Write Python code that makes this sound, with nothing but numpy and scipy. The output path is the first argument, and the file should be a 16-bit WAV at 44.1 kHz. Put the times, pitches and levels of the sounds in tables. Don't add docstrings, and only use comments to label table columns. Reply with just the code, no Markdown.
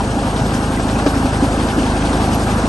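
import sys
import numpy as np
from scipy import signal
from scipy.fft import rfft, irfft, next_fast_len
from scipy.io import wavfile
from scipy.ndimage import uniform_filter1d, map_coordinates

SR = 44100
rng = np.random.default_rng(int(sys.argv[2]) if len(sys.argv) > 2 else 0)


def put_to_file(sound):
    columns = np.atleast_2d(sound).T
    safe = np.clip(columns, -1, 1)
    whole_steps = np.round(safe * 32767)
    wavfile.write(sys.argv[1], SR, whole_steps.astype(np.int16))


def boost_factor(decibels):
    exponent = np.asarray(decibels, float) / 20
    return 10 ** exponent


N = 118188
T = np.arange(N) / SR

# time in seconds, crank speed in Hz.
CRANK_HZ = [(0, 52.79), (.4, 52.9), (.6, 52.73), (.8, 52.75), (1.0, 52.48), (1.4, 52.52), (1.6, 52.73),
            (2.0, 52.57), (2.25, 52.61), (2.68, 52.99)]
# time in seconds, gain in dB.
LOAD_DB = [(0, -1.5), (.4, -0.4), (.8, -.5), (1.2, 0.8), (1.6, 0.5), (2.0, 1), (2.3, 1), (2.68, 1)]
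# multiple of the cycle rate, level in dB rms.
EXHAUST_ORDERS = [(2, -25), (3, -28), (4, -27.5), (5, -34.5), (6, -31.5)]
# multiple of the cycle rate, level in dB rms.
CASING_ORDERS = [(7, -34.5), (8, -29), (9, -30.5), (10, -30.5), (11, -38.5), (12, -42.5), (13, -46),
                 (14, -37), (15, -44)]
# multiple of the cycle rate, level in dB rms.
WHINE_ORDERS = [(17, -39), (20, -37.5), (25, -42), (26, -41), (30, -37.5), (60, -46)]
# frequency in Hz, level in dB per Hz.
ROAR_SPECTRUM = [(30, -11), (120, -2.5), (165, -6), (285, -2), (400, -8.5), (850, -9.5), (1700, -15.5),
                 (1900, -24.5)]
# frequency in Hz, level in dB per Hz.
HISS_SPECTRUM = [(1900, 0), (2800, 0), (4300, -4), (6000, -4.5), (7200, -8), (8400, -4), (10300, -3),
                 (11500, -9.5)]
# start in seconds, peak in dB, chip pitch in Hz.
SHOWERS = [(0.0397, -19.5, 5840), (0.107, -25, 4900), (0.1844, -23, 4900), (0.2804, -21.5, 2870),
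           (0.356, -18, 2840), (0.4522, -22, 2810), (0.4996, -19.5, 2850), (0.5374, -16, 5900),
           (0.6224, -20, 4000), (0.7177, -24, 2880), (0.7912, -21, 2920), (0.8795, -17.5, 2800),
           (0.9817, -19.5, 3030), (1.062, -17, 3640), (1.1374, -19.5, 2660), (1.2054, -24, 2740),
           (1.2594, -24, 2560), (1.3316, -21, 2540), (1.4064, -21, 2810), (1.4334, -21, 3300),
           (1.5194, -22.5, 4170), (1.5694, -21, 2970), (1.5991, -18, 3320), (1.6796, -21.5, 2520),
           (1.7864, -21.5, 2530), (1.821, -20, 2940), (1.8607, -21.5, 2510), (1.8994, -20, 3360),
           (1.9544, -19, 2650), (2.0078, -19, 2550), (2.0472, -18, 2760), (2.1275, -20.5, 2570),
           (2.203, -17.5, 2660), (2.3252, -14.5, 3400), (2.3974, -26, 4080), (2.469, -18.5, 2740),
           (2.4938, -19, 3340), (2.5846, -24, 2970), (2.623, -21.5, 2760), (2.6466, -21, 2640)]
# start in seconds, level in dB, pitch in Hz, T60 in seconds.
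TINKS = [(2.33, -25, 8600, 0.035), (2.331, -23.5, 3000, 0.039), (2.9, -25, 2950, 0.027),
         (2.328, -27, 5100, .02), (2.338, -27, 6100, .025), (1.7, -28, 3100, .03),
         (2.345, -21.5, 11300, 0.043), (1.061, -25, 4100, 0.018), (0.93, -26, 2600, .025),
         (1.3, -30, 2800, 0.034), (0.004, -12, 960, 0.05), (1.06, -7, 617, 0.034), (0.97, -14, 1050, .03),
         (1.061, -17, 1670, 0.024), (0.96, -21, 2450, .02), (0.42, -16.5, 850, 0.045),
         (.772, -17.5, 2000, .03), (.33, -17, 700, 0.041), (.41, -16, 800, 0.046)]
# start in seconds, peak in dB, ring in Hz.
THUMPS = [(0.168, -16, 276), (.245, -12, 257), (0.409, -11, 132), (.434, -13.5, 265), (.77, -16.5, 256),
          (.925, -13, 263.4), (.93, -15, 122), (0.846, -12.5, 272), (0.963, -19, 226), (1.061, -4.5, 279),
          (1.156, -6, 275), (1.194, -9, 269), (1.245, -9, 261), (1.304, -18, 223), (1.422, -4, 280.3),
          (1.684, -14, 216), (1.776, -5, 292), (1.834, -12.5, 266), (1.57, -15.5, 294), (2.021, -17, 238),
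          (2.134, -11.5, 282), (2.27, -12.5, 291), (2.351, -16, 105), (2.101, -12, 276), (2.214, -16, 216),
          (2.37, -16, 248), (2.408, -15, 283), (2.442, -12.5, 208.5), (2.559, -15.5, 213),
          (2.634, -15.5, 206)]
# start in seconds, peak in dB, main ring in Hz.
CRACKS = [(0.007, -11, 927), (.231, -12, 787), (.27, -16.5, 690), (.391, -9, 775), (.44, -12, 790),
          (0.489, -15.5, 820), (0.796, -8.5, 514), (0.988, -10, 743), (1.062, -0.5, 868),
          (1.105, -9.5, 770), (1.589, -9.5, 515), (1.685, -7, 647), (1.774, -17, 710), (1.858, -9, 487),
          (1.927, -12.5, 790), (1.447, -14, 684), (2.038, -9.5, 600), (2.129, -11, 590), (2.194, -14, 815),
          (2.284, -9, 828), (2.489, -11, 875), (2.651, -16, 890)]
# ratio to the main ring, level in dB, T60 in seconds.
PLATE_MODES = [(.45, -0.5, 0.043), (.64, -0.5, 0.047), (.82, -3.5, 0.04), (1.01, -1.5, .035),
               (1.23, -9.5, 0.041), (1.5, -3.5, 0.029), (1.8, -13.5, 0.037), (2.3, -27, 0.03),
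               (2.9, -12, 0.047), (3.5, -21, 0.014), (4.2, -15, 0.037)]
# frequency in Hz, ratio in dB.
WIDTH_LOW_DB = [(200, -28.5), (500, -21.5), (1000, -6), (1800, 0.5), (2100, 2.5), (2700, -5.5),
                (3900, -0.5), (4500, -8)]
# frequency in Hz, ratio in dB.
WIDTH_HIGH_DB = [(4500, -0.35), (6400, 1), (7900, 3.5), (8550, -10), (9300, 10.5), (10250, 25), (11200, 1),
                 (11550, -12)]
# frequency in Hz, share from 0 to 1.
SIDE_SHARE = [(200, 0.1), (1200, 1), (1750, 0.17), (2100, 0.24), (2900, .78), (4300, .25), (7800, 0.54),
              (9300, 0.49)]
# frequency in Hz, lead in radians.
SIDE_LEAD_RAD = [(1750, 1.48), (2100, 0.02), (2800, 0.5), (4100, 0.9), (5000, -0.12), (8200, 1.2),
                 (8900, -1.5), (10000, -1)]
# frequency in Hz, level in dB per bin.
FLOOR_DB = [(300, -62.5), (1600, -67.5), (1950, -57.5), (2400, -71), (4000, -69.5), (6400, -67.5),
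            (8600, -70.5), (11300, -65)]
# frequency in Hz, step below the louder channel in dB.
STEP_BELOW_DB = [(200, 24), (800, 18), (1600, 12), (2000, 7), (2900, 10.5), (5500, 6.5), (10300, 9),
                 (11500, -1)]

EXHAUST_RAD, EXHAUST_TURN_RAD, CASING_RAD, CASING_TURN_RAD = -.48, 0.91, 2.55, 1.87
UNEVEN_DB, UNEVEN_RAD = .5, .05
WHINE_UNEVEN_DB, WHINE_UNEVEN_RAD = 1.5, .45
SHAKE_HZ = 11.26
ROAR_DB, ROAR_FIRING_DB, ROAR_SHAKE_DB, ROAR_PATCH_DB, ROAR_LAG = -20, 0.68, 0.9, 0.9, 0.04
HISS_DB, HISS_FIRING_DB, HISS_SHAKE_DB, HISS_PATCH_DB, HISS_LAG = -31.5, 0.63, 1.15, 1.12, 0.27
JOSTLE_DB, JOSTLE_HZ, JOSTLE_T60_S = -21, 265, 0.072
CHATTER_DB, CHATTER_HZ, CHATTER_T60_S = -24, 770, .06
SHUDDER_DB = -39.5
SHOWER_DB, SHOWER_S, TRICKLE_DB = -12.5, .01, -39
CHIP_HZ, CHIP_SPREAD, CHIP_CYCLES, CHIP_SIZE_DB = 4504, .5, 3.5, 3
CHIP_LIFT = 1.35
CRUNCH_DB, CRUNCH_T60_S, CRUNCH_RISE_S = -9.5, 0.065, 0.0012
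THUMP_DB, THUMP_RISE_S, THUMP_T60_S = 8, 0.009, 0.074
CRACK_DB = -12.5
FLOOR_WANDER_DB, FLOOR_FOLLOWS = 1.06, 0.86
TOP_HZ = 11690
CLIP_TOP = 1.0


def unit(x):
    return x / np.sqrt(np.mean(x ** 2) + 1e-20)


def along(points, hz):
    f, v = np.transpose(points)
    return np.interp(np.log(hz + 1), np.log(f + 1), v)


def wobble(rate_hz):
    knots = rng.standard_normal(int(N * rate_hz / SR) + 4)
    return map_coordinates(knots, [T * rate_hz])


def filtered(x, response):
    m = next_fast_len(N + 8192)
    return irfft(rfft(x, m) * response(np.fft.rfftfreq(m, 1 / SR)), m)[..., :N]


def rush(spectrum, patchy_db, gate_db):
    z = signal.stft(rng.standard_normal((2, N)), nperseg=512)[2]
    field = uniform_filter1d(rng.standard_normal(z.shape[1:]), size=5, axis=0)
    field = uniform_filter1d(field, size=6, axis=1)
    pair = signal.istft(z * boost_factor(patchy_db * unit(field)), nperseg=512)[1][:, :N]
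    pair = pair * boost_factor(gate_db)
    closed = [(spectrum[0][0] / 2, -80)] + list(spectrum) + [(spectrum[-1][0] * 2, -80)]
    return unit(filtered(pair, lambda hz: boost_factor(along(closed, hz))))


def rings(start_s, hz, db, t60_s, rise_s, size):
    t = np.arange(size) / SR
    first = np.round(start_s * SR).astype(int).clip(0, N)
    at = (first[:, None] + np.arange(size)).ravel()
    shape = boost_factor(db[:, None] - 60 * t / t60_s[:, None]) * (1 - np.exp(-t / rise_s))
    channels = []
    for phase in (0 * hz, 2 * np.pi * rng.random(len(hz))):
        wave = shape * np.sin(2 * np.pi * hz[:, None] * t + phase[:, None])
        channels.append(np.bincount(at, wave.ravel(), N + size + 1)[:N])
    return np.array(channels)


def pulse_train(cycle, orders, angle_rad, turn_rad):
    total = 0
    for k, db in orders:
        drift = np.sqrt(min(k / 2 - .9, 9))
        phase = k * (cycle + angle_rad) + turn_rad
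        phase = phase + UNEVEN_RAD * drift * (wobble(5.88) + wobble(20))
        level = np.sqrt(2) * boost_factor(db + UNEVEN_DB * drift * wobble(3.976))
        total = total + level * np.array([np.cos(phase), np.sin(phase)])
    return total


def whine(cycle):
    total = 0
    for k, db in WHINE_ORDERS:
        level = boost_factor(db + WHINE_UNEVEN_DB * wobble(8.78))
        total = total + level * np.exp(1j * (k * cycle + WHINE_UNEVEN_RAD * wobble(9.7)))
    return np.sqrt(2) * np.array([total.real, total.imag])


def jaw_shake(lag):
    return np.cos(2 * np.pi * (SHAKE_HZ * T - lag)) * (1 + 0.14 * wobble(5.2))


def engine():
    cycle = np.pi * np.cumsum(np.interp(T, *np.transpose(CRANK_HZ))) / SR
    exhaust = pulse_train(cycle, EXHAUST_ORDERS, EXHAUST_RAD, EXHAUST_TURN_RAD)
    casing = pulse_train(cycle, CASING_ORDERS, CASING_RAD, CASING_TURN_RAD)
    firing = np.cos(cycle - .9) + 0.28 * np.cos(3 * cycle - 2.1)
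    roar_gate_db = ROAR_FIRING_DB * firing + ROAR_SHAKE_DB * jaw_shake(ROAR_LAG) + 0.3 * wobble(8.9)
    hiss_gate_db = HISS_FIRING_DB * firing + HISS_SHAKE_DB * jaw_shake(HISS_LAG) + 0.44 * wobble(14.31)
    roar = boost_factor(ROAR_DB) * rush(ROAR_SPECTRUM, ROAR_PATCH_DB, roar_gate_db)
    hiss = boost_factor(HISS_DB) * rush(HISS_SPECTRUM, HISS_PATCH_DB, hiss_gate_db)
    load = boost_factor(np.interp(T, *np.transpose(LOAD_DB)))
    return load * (exhaust + casing + whine(cycle) + roar + hiss)


def jostle(count=260):
    s, luck = rng.random(count) * N / SR, rng.standard_normal((count, 2))
    hum = rings(s, JOSTLE_HZ * (1 + .11 * luck[:, 0]), JOSTLE_DB + 2.9 * luck[:, 1],
                0 * s + JOSTLE_T60_S, THUMP_RISE_S, size=2560)
    s, luck = rng.random(count) * N / SR, rng.standard_normal((count, 2))
    chatter = rings(s, CHATTER_HZ * (1 + .09 * luck[:, 0]), CHATTER_DB + 3 * luck[:, 1],
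                    0 * s + CHATTER_T60_S, .002, size=1536)
    shudder = boost_factor(SHUDDER_DB) * rush([(20, -3), (30, 7), (42, 1)], 1, 0)
    return hum + chatter + shudder


def rubble(count=45, trickle_count=3500):
    s, db, hz = np.repeat(np.transpose(SHOWERS), repeats=count, axis=1)
    s = np.append(s + SHOWER_S * rng.gamma(2, 1, len(s)), rng.random(trickle_count) * N / SR)
    db = np.append(db + SHOWER_DB, np.full(trickle_count, TRICKLE_DB))
    hz = np.append(CHIP_LIFT * hz, np.full(trickle_count, CHIP_HZ))
    hz = (hz * np.exp(CHIP_SPREAD * rng.standard_normal(len(s)))).clip(2000, 11300)
    size_db = CHIP_SIZE_DB * rng.exponential(1, len(s)).clip(0, 2.5)
    return rings(s, hz, db + size_db, 7 * CHIP_CYCLES / hz, .0001, size=256)


def tinks():
    s, db, hz, t60_s = np.transpose(TINKS)
    return rings(s, hz, db, t60_s, 0.00088, size=2048)


def crunch():
    blows = 0
    for s, db, _ in CRACKS:
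        t = (T - s).clip(0)
        blows = blows + boost_factor(db - 60 * t / CRUNCH_T60_S) * (1 - np.exp(-t / CRUNCH_RISE_S))
    spectrum = [(300, -1.5), (1100, -2.0), (1900, -18.5), (3800, -22.5), (6000, -22)]
    return boost_factor(CRUNCH_DB) * blows * rush(spectrum, 0.96, 0)


def hopper_booms():
    s, db, hz = np.transpose(THUMPS)
    return rings(s, hz, db + THUMP_DB, 0 * s + THUMP_T60_S, THUMP_RISE_S, size=3072)


def hopper_cracks():
    s, db, main_hz = np.repeat(np.transpose(CRACKS), repeats=len(PLATE_MODES), axis=1)
    ratio, level_db, t60_s = np.tile(np.transpose(PLATE_MODES), reps=len(CRACKS))
    luck = rng.standard_normal((len(s), 3))
    hz = main_hz * ratio * (1 + 0.049 * luck[:, 0])
    db = db + level_db + CRACK_DB + 1.14 * luck[:, 1]
    return rings(s + 0.00197 * abs(luck[:, 2]), hz, db, t60_s, 0.0015, size=1536)


def scene():
    hits = hopper_booms() + hopper_cracks() + crunch()
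    direct, scattered = engine() + jostle() + rubble() + tinks() + hits

    def wide(hz):
        return np.arctan(boost_factor(along(WIDTH_LOW_DB, hz) + along(WIDTH_HIGH_DB, hz)))

    def share(hz):
        return np.clip(along(SIDE_SHARE, hz), 0, 1)

    def lead(hz):
        return np.exp(1j * (along(SIDE_LEAD_RAD, hz) + np.pi * (hz > 10200)))

    mid = filtered(direct, lambda hz: np.cos(wide(hz)))
    side = filtered(direct, lambda hz: np.sin(wide(hz)) * share(hz) * lead(hz))
    side = side + filtered(scattered, lambda hz: np.sin(wide(hz)) * np.sqrt(1 - share(hz) ** 2))
    return np.array([mid + side, mid - side])


def thinned(x, size=1024, count=8, order=520):
    window = signal.windows.kaiser_bessel_derived(2 * size, 4 * np.pi)
    turns = np.outer(np.arange(2 * size) + (size + 1) / 2, np.arange(size) + .5)
    basis = np.cos(np.pi / size * turns) * window[:, None] * np.sqrt(2 / size)
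    frames = N // size + 3
    pair = np.pad([x[0] + x[1], x[0] - x[1]], [(0, 0), (order + size, 4 * size)]) / 2
    at = size * np.arange(frames)[:, None] + np.arange(2 * size)
    z = (pair[:, at] @ basis).reshape(2, frames, -1, count)
    energy = (z ** 2).mean(axis=3)
    power = uniform_filter1d(energy, size=3, axis=1) * np.pi ** 2 / 16 / size
    band_hz = (np.arange(size // count) + .5) * count * SR / 2 / size
    hiss_db = 10 * np.log10(power[..., band_hz > 7000].mean(axis=(0, 2)) + 1e-20)[:, None]
    wander = unit(uniform_filter1d(rng.standard_normal(power.shape), size=3, axis=1))
    limit_db = along(FLOOR_DB, band_hz) + FLOOR_FOLLOWS * (hiss_db - np.median(hiss_db))
    limit_db = limit_db + FLOOR_WANDER_DB * wander
    loud = uniform_filter1d(energy.max(axis=0), size=5, axis=0)
    step = (np.sqrt(abs(loud)) * boost_factor(-along(STEP_BELOW_DB, band_hz)) + 1e-9)[..., None]
    z = np.sign(z) * np.floor((abs(z) / step) ** .75 + .4054) ** (4 / 3) * step
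    z = z * ((power > boost_factor(2 * limit_db)) & (band_hz < TOP_HZ))[..., None]
    back = z.reshape(2, frames, size) @ basis.T
    joined = (back[:, 1:, :size] + back[:, :-1, size:]).reshape(2, -1)
    mid, side = joined[:, order:order + N]
    return np.array([mid + side, mid - side])


def top_cut(x):
    return signal.sosfilt(signal.butter(12, 11610, fs=SR, output="sos"), x)


def record(dry):
    soft = dry / (1 + abs(dry / CLIP_TOP) ** 4) ** (1 / 4)
    mix = thinned(soft)
    return top_cut(mix)


dry = scene()
out = record(dry)
put_to_file(out)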